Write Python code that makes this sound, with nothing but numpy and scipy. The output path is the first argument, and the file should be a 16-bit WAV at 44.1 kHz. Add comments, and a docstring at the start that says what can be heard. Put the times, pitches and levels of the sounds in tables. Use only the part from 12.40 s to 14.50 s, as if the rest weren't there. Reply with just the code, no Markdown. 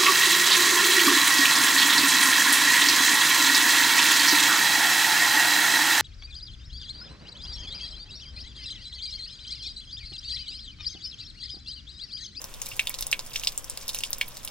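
"""Water drains through wet rice in a bowl, close to the microphone, in a quiet kitchen.
First come small ticks over a fine fizz and faint bubbles: air pockets open between the grains, and
each snaps and rings briefly. From 0.4 s large pockets join in as plops, around two soft hand bumps.
The fizz is strongest near 1 s, runs of collapsing foam crowd in near 1.5 s, and after a plop at 1.8 s
lighter ticks end the scene. The bowl and the kitchen answer every pop briefly."""
import sys
import numpy as np
from scipy import signal
from scipy.fft import rfft, irfft, next_fast_len
from scipy.io import wavfile

SR = 44100
rng = np.random.default_rng(int(sys.argv[2]) if len(sys.argv) > 2 else 0)


def generate_wav(sig):
    """Save sig (samples, or channels by samples) to the path in sys.argv[1] as 16-bit PCM at SR."""
    pcm = np.round(np.clip(np.atleast_2d(sig).T, -1, 1) * 32767).astype(np.int16)
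    wavfile.write(sys.argv[1], SR, pcm)


N = 92610  # 2.1 s

POP_RISE, BUBBLE_RISE = 0.07, 0.077  # share by which the pitch climbs in one fade time
LOW_CUT_RATIO = 0.68  # sound below this share of a pocket's pitch is filtered away


def amp(db):
    """Turn decibels into a gain to multiply by."""
    return 10 ** (np.asarray(db) / 20)


def unit(x):
    """Scale a sound so that its average strength (rms) is 1."""
    return x / np.sqrt(np.mean(x ** 2))


def band(x, hz, kind, order=2):
    """Keep the "low" or the "high" side of a frequency; a higher order cuts more steeply."""
    return signal.sosfilt(signal.butter(order, min(hz, .45 * SR), kind, fs=SR, output="sos"), x)


def add(out, at, x):
    """Mix a short stereo sound in at a time in seconds."""
    i = int(np.clip(at * SR, 0, N - 1))
    out[:, i:i + x.shape[1]] += x[:, :N - i]


def spectrum_curve(points):
    """Join (Hz, value) points into a curve over all frequencies, on a log scale."""
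    hz, value = np.array(points).T
    return np.interp(np.log(np.fft.rfftfreq(N, 1 / SR) + 1), np.log(hz), value)


def stereo(x, place):
    """The microphone's right opening hears a sound later than its left, by its place in the bowl."""
    size = next_fast_len(len(x) + 32)
    lag_s = np.array([[0], [43e-6 + 20e-6 * place]])
    delay = np.exp(-2j * np.pi * np.fft.rfftfreq(size, 1 / SR) * lag_s)
    return irfft(rfft(x, size) * delay, size)


def ring(hz, cycles, rise):
    """An air pocket swells and rings; `cycles` is its fade time, the swings it takes to fall to 37%."""
    turns = np.arange(int(7 * cycles / hz * SR) + 2) / SR * hz
    age = turns / cycles
    swell = 1 - np.exp(-turns / 0.18)
    tone = np.sin(2 * np.pi * turns * (1 + rise * (age / 2 - 1)))
    return swell * np.exp(-age) * tone


def background():
    """Quiet room noise with a faint wavering hum and a deep rumble."""
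    # tone colour of the room noise (frequency [Hz], relative level [dB])
    colour = [(12, 4), (20, 0.5), (130, -6), (399, -11), (513, -8), (849, -11.5), (1000, -8), (1400, -13),
              (2080, -15.5), (3530, -13), (4060, -25), (5230, -17), (7310, -18.5), (14700, -24.5),
              (16000, -18)]
    # how alike the noise is left and right (frequency [Hz], likeness [-1 to 1])
    likeness = [(30, 0.22), (120, 1), (330, 0.34), (700, 0.5), (2500, 0.65), (7000, 0.045), (15000, 0.062)]
    # faint tones of the room (pitch [Hz], level [dB])
    hum_tones = [(51, -64.5), (104, -66), (132, -63), (528, -76)]
    common, side = rfft(rng.standard_normal((2, N))) * amp(spectrum_curve(colour))
    alike, left_right = np.clip(spectrum_curve(likeness), -1, 1), np.array([[1], [-1]])
    air = unit(irfft(np.sqrt(1 + alike) * common + left_right * np.sqrt(1 - alike) * side, N))
    t, hum = np.arange(N) / SR, np.zeros(N)
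    for hz, db in hum_tones:
        waver = 0.87 * unit(band(rng.standard_normal(N), 9.5, "low"))
        hum += amp(db) * np.sqrt(2) * np.sin(2 * np.pi * hz * t + waver)
    deep = band(rng.standard_normal((3, N)), 21.3, "low")
    rumble = unit(deep[:2] + deep[2])  # the third noise is shared by both sides
    return amp(-47) * air + hum + amp(-45.5) * rumble


def echo_tail(db, fade_s):
    """Two unrelated washes of dense echoes that fall by 60 dB in fade_s seconds."""
    t = np.arange(SR // 3) / SR
    swell = 1 - np.exp(-(t / 0.0013) ** 2)
    wash = rng.standard_normal((2, len(t))) * np.exp(-np.log(1000) * t / fade_s) * swell
    return amp(db) * wash / np.sqrt(np.sum(wash ** 2, axis=1, keepdims=True))


def kitchen(x):
    """A sound arrives directly, with near echoes and the bowl's ring; a duller room tail follows."""
    # echoes from bowl, counter and wall (delay [ms], gain [factor])
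    echoes = [(1.7, 0.14), (4.45, 0.19), (6.7, 0.14), (12.9, 0.11), (16.9, 0.13)]
    # the bowl's own notes (pitch [Hz], relative level [dB], time to fall by 60 dB [s])
    bowl_notes = [(530.6, -29, 0.11), (1015, -32, 0.062), (2248, -45, 0.11), (2755, -32.5, 0.029),
                  (3661, -30, 0.037), (5300, -31.5, 0.02)]
    # how much louder the left is than the right (frequency [Hz], level gap [dB])
    left_lead = [(500, -7.5), (2500, -1.5), (3700, -2.5), (5200, 1.3), (9000, -0.5), (14000, -0.7)]
    t, hz = np.arange(SR // 3) / SR, np.fft.rfftfreq(2 * N, 1 / SR)
    bowl = amp(-5.5) * sum(amp(db) * np.exp(-np.log(1000) * t / fade_s) * np.cos(2 * np.pi * pitch * t)
                           for pitch, db, fade_s in bowl_notes)
    bounces = sum(gain * np.exp(-2j * np.pi * hz * ms / 1000) for ms, gain in echoes)
    near = 1 + bounces + rfft(bowl, 2 * N)  # the 1 is the direct sound
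    common, side = rfft(echo_tail(db=-7.5, fade_s=.055) + echo_tail(db=-10.5, fade_s=.09), 2 * N)
    alike = 1 / (1 + (hz / 6800) ** 2)  # low notes are alike on both sides
    left_right = np.array([[1], [-1]])
    far = np.sqrt(1 + alike) * common + left_right * np.sqrt(1 - alike) * side
    far /= np.sqrt(2 + 2 * (hz / 10400) ** 2)  # the tail loses treble
    balance = amp(left_right * np.interp(hz, *np.array(left_lead).T) / 2)
    return irfft(rfft(x, 2 * N) * (near + far) * balance)[:, :N]


def hand_bumps():
    """The hand shifts and gives two dull thuds."""
    # soft, low handling bumps (time [s], pitch [Hz], level before filtering [dB])
    bumps = [(0.328, 103, -33.5), (0.613, 43.4, -32.5)]
    out = np.zeros((2, N))
    for at, hz, db in bumps:
        thud = band(ring(hz, cycles=0.79, rise=0), 2 * hz, "low")
        add(out, at, stereo(amp(db) * thud, place=0))
    return out


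def seeping(per_s, db, spread_db, low_hz, high_hz, cycles):
    """Many tiny pockets ring at random moments and places, louder while more water seeps."""
    # strength of the seeping (time [s], level change [dB])
    flow = [(0, -8.5), (.2, -9), (.27, 2.5), (.45, -0.5), (.62, -4.5), (.8, -10), (.98, 5), (1.2, -9.5),
            (1.44, -3.5), (1.65, -5), (1.75, -6.5), (1.9, -6.5), (2.1, -9)]
    out = np.zeros((2, N))
    for when, pitch, size, place in rng.random(size=(3000, 4))[:int(per_s * N / SR)]:
        at = when * N / SR
        boost_db = spread_db * min(-np.log(size), np.pi)  # a few pockets stand out
        strength = amp(db + np.interp(at, *np.array(flow).T) + boost_db)
        hz = low_hz + pitch * (high_hz - low_hz)
        add(out, at, stereo(strength * ring(hz, cycles, BUBBLE_RISE), 4 * place - 2))
    return band(out, LOW_CUT_RATIO * low_hz, "high")


def foam():
    """Foam gives way in dense runs of tiny cells, most pitched low in their range; each run fades."""
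    # foam collapsing between the grains (start [s], length [s], base level of a cell [dB])
    runs = [(.218, 0.056, -40), (0.287, 0.061, -38), (0.493, 0.029, -37), (0.603, 0.045, -38.5),
            (0.932, 0.037, -36), (1.07, 0.026, -30), (1.299, .028, -37.5), (1.401, 0.044, -36.5),
            (1.479, 0.034, -30.5), (1.53, 0.018, -32.5), (1.552, 0.026, -31), (1.584, 0.035, -37),
            (1.635, 0.04, -31), (1.943, 0.041, -41), (2.031, 0.027, -38.5)]
    cells_per_s, spread_db, low_hz, high_hz = 1300, 4, 4970, 14600
    out = np.zeros((2, N))
    for (start, length, db), cells in zip(runs, rng.random(size=(len(runs), 256, 4))):
        for when, pitch, size, place in cells[:int(cells_per_s * length)]:
            hz = low_hz * (high_hz / low_hz) ** (pitch ** 2)
            strength = amp(db + spread_db * min(-np.log(size), 2)) * (1 - when / 2)
            cell = strength * ring(hz, cycles=1.9, rise=BUBBLE_RISE)
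            add(out, start + when * length, stereo(cell, 4 * place - 2))
    return band(out, LOW_CUT_RATIO * low_hz, "high", order=4)


def bubbles_and_knocks():
    """Soft bubble notes, and two dull low knocks that come with pops."""
    # bubble notes, and two knocks near 1 kHz (time [s], pitch [Hz], level [dB], fade time [cycles])
    notes = [(0.041, 1060, -34, 1.1), (0.3162, 2840, -32, 10.3), (.503, 2270, -28.5, 3.6),
             (.793, 940, -31, 1.2), (0.9445, 2570, -33.5, 4.8), (1.570, 2640, -34.5, 7.4)]
    out = np.zeros((2, N))
    for at, hz, db, cycles in notes:
        add(out, at, stereo(amp(db) * ring(hz, cycles, BUBBLE_RISE), place=0))
    return out


def film_snap(noise, pocket_hz):
    """A film of water breaks in a bright burst under a millisecond long; smaller pockets snap higher."""
    fade_s, pivot_hz, top_hz = 0.00037, 4900, 13200
    age = np.arange(len(noise)) / SR / fade_s
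    shape = np.exp(-age) * (1 - np.exp(-5 * age))
    low_hz = pivot_hz * (pocket_hz / pivot_hz) ** 0.94
    burst = band(band(noise * shape, low_hz, "high"), top_hz, "low")
    return unit(burst) * np.sqrt(np.mean(shape ** 2))


def pops():
    """Each film snaps, sets its pocket and a smaller neighbour ringing, and nudges water and bowl."""
    # air pockets opening between the grains
    # (time [s], pitch [Hz], base ring level [dB], base snap level [dB], fade time [cycles])
    pockets = [ (0.017, 6800, -22.5, -25.5, 2.3), (0.042, 5850, -23, -22.5, 5.5),
               (0.14, 5140, -28, -27, 2.9), (0.2176, 6660, -16.5, -16.5, 4.4),
               (0.2604, 5200, -21.5, -20.5, 2.6), (0.2884, 10900, -21, -25.5, 2.1),
               (0.367, 9200, -19, -26, 1.1), (0.3942, 2530, -2.5, -14.5, 2.2),
               (0.4714, 3320, -10, -17, 1.84), (0.4948, 11700, -10, -17.5, 3),
               (0.5419, 3940, -25.5, -18.5, 3.2), (0.5878, 2970, -37, -19, 1.6),
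               (0.609, 11800, -2, -19, 0.94), (0.6247, 4780, -10, -17.5, 1.05),
               (0.6677, 9400, -8, -19, 1.4), (0.7145, 5570, -7.5, -17, 1.6),
               (.7279, 2516, -1.5, -14.5, 1.8), (0.7928, 4880, -12, -19.5, 2.1), (0.864, 7960, -22, -27, 1),
               (0.9588, 2650, -8, -24, 1.05), (0.9626, 5770, -11, -37, 3), (.9970, 6100, -22, -22.5, 2.2),
               (1.0355, 2870, -15, -19, 1.26), (1.0477, 5100, -17.5, -22.5, 3.5),
               (1.0720, 3610, -1.5, -13.5, 1.15), (1.0736, 5130, -8.5, -26, 5.1),
               (1.1214, 4730, -33, -27, 3), (1.1775, 8000, -5.5, -16.5, 2.2), (1.2436, 5940, -24, -24, 2.9),
               (1.2985, 8000, -10.5, -20, 2), (1.3741, 2900, -28, -19, 1.7), (1.481, 12500, -8, -20.5, 1.6),
               (1.492, 4170, -14.5, -16, 2.4), (1.5464, 4500, -7, -13, 0.89), (1.5807, 11500, -23, -29, 2),
               (1.588, 6300, -13.5, -20, 2.8), (1.606, 2920, -29, -23, 2.7), (1.6361, 3080, -8, -20.5, 1.4),
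               (1.7056, 13900, -11, -35.5, 4.4), (1.7309, 5300, -3.5, -15.5, 0.63),
               (1.7837, 9800, -34, -23, 3), (1.8121, 2330, -7, -18, 2.17), (1.814, 2840, -8, -21, 1.1),
               (1.8821, 13800, -17, -25.5, 2.2), (1.9699, 4800, -26.5, -23.5, 2.4),
               (2.0488, 9300, -19, -19.5, 4.3), (2.0760, 3470, -17, -22, 0.87)]
    snap_early_s, neighbour_late_s, crackle_span_s = .00015, .0007, .008
    water_push = band(ring(hz=2320, cycles=0.58, rise=0), 1410, "high")
    bowl_knock = band(ring(hz=905, cycles=0.65, rise=0), 905 / 2, "high")
    out = np.zeros((2, N))
    noises, chances = rng.standard_normal(size=(len(pockets), 4, 256)), rng.random(size=(len(pockets), 4))
    for (at, hz, ring_db, snap_db, cycles), noise, chance in zip(pockets, noises, chances):
        place = 2 * chance[0] - 1
        pocket = band(ring(hz, cycles, POP_RISE), LOW_CUT_RATIO * hz, "high", order=5)
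        neighbour_hz = min(1.42 * hz, 13200)
        neighbour = band(ring(neighbour_hz, cycles=2, rise=POP_RISE), hz, "high")
        add(out, at - snap_early_s, stereo(amp(snap_db + 1.5) * film_snap(noise[0], hz), place))
        add(out, at, stereo(amp(ring_db) * pocket, place))
        add(out, at, stereo(amp(snap_db - 11) * water_push, place))
        add(out, at, stereo(amp(snap_db - 17) * bowl_knock, place))
        add(out, at + neighbour_late_s, stereo(amp(ring_db - 7.5) * neighbour, place))
        for burst, wait in zip(noise[1:], chance[1:]):  # three smaller films break just after
            crackle = amp(snap_db - 3.5) * film_snap(burst, hz)
            add(out, at + crackle_span_s * wait ** 2, stereo(crackle, -place))
    return out


def scene():
    """Pops, bubbles, knocks, foam and seeping water in the kitchen, over hand bumps and room noise."""
    fizz = seeping(per_s=600, db=-37, spread_db=4.2, low_hz=4200, high_hz=14900, cycles=1.57)
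    gurgle = seeping(per_s=350, db=-45.5, spread_db=2.5, low_hz=2320, high_hz=7200, cycles=4.6)
    return kitchen(pops() + bubbles_and_knocks() + foam() + fizz + gurgle) + hand_bumps() + background()


def record(dry):
    """The recorder rounds off the sharpest peaks and cuts the highest treble."""
    ceiling, top_hz = .55, 15900
    rounded = ceiling * np.tanh(dry / ceiling)
    return signal.sosfilt(signal.ellip(8, .2, 70, top_hz, fs=SR, output="sos"), rounded)


dry = scene()
out = record(dry)
generate_wav(out)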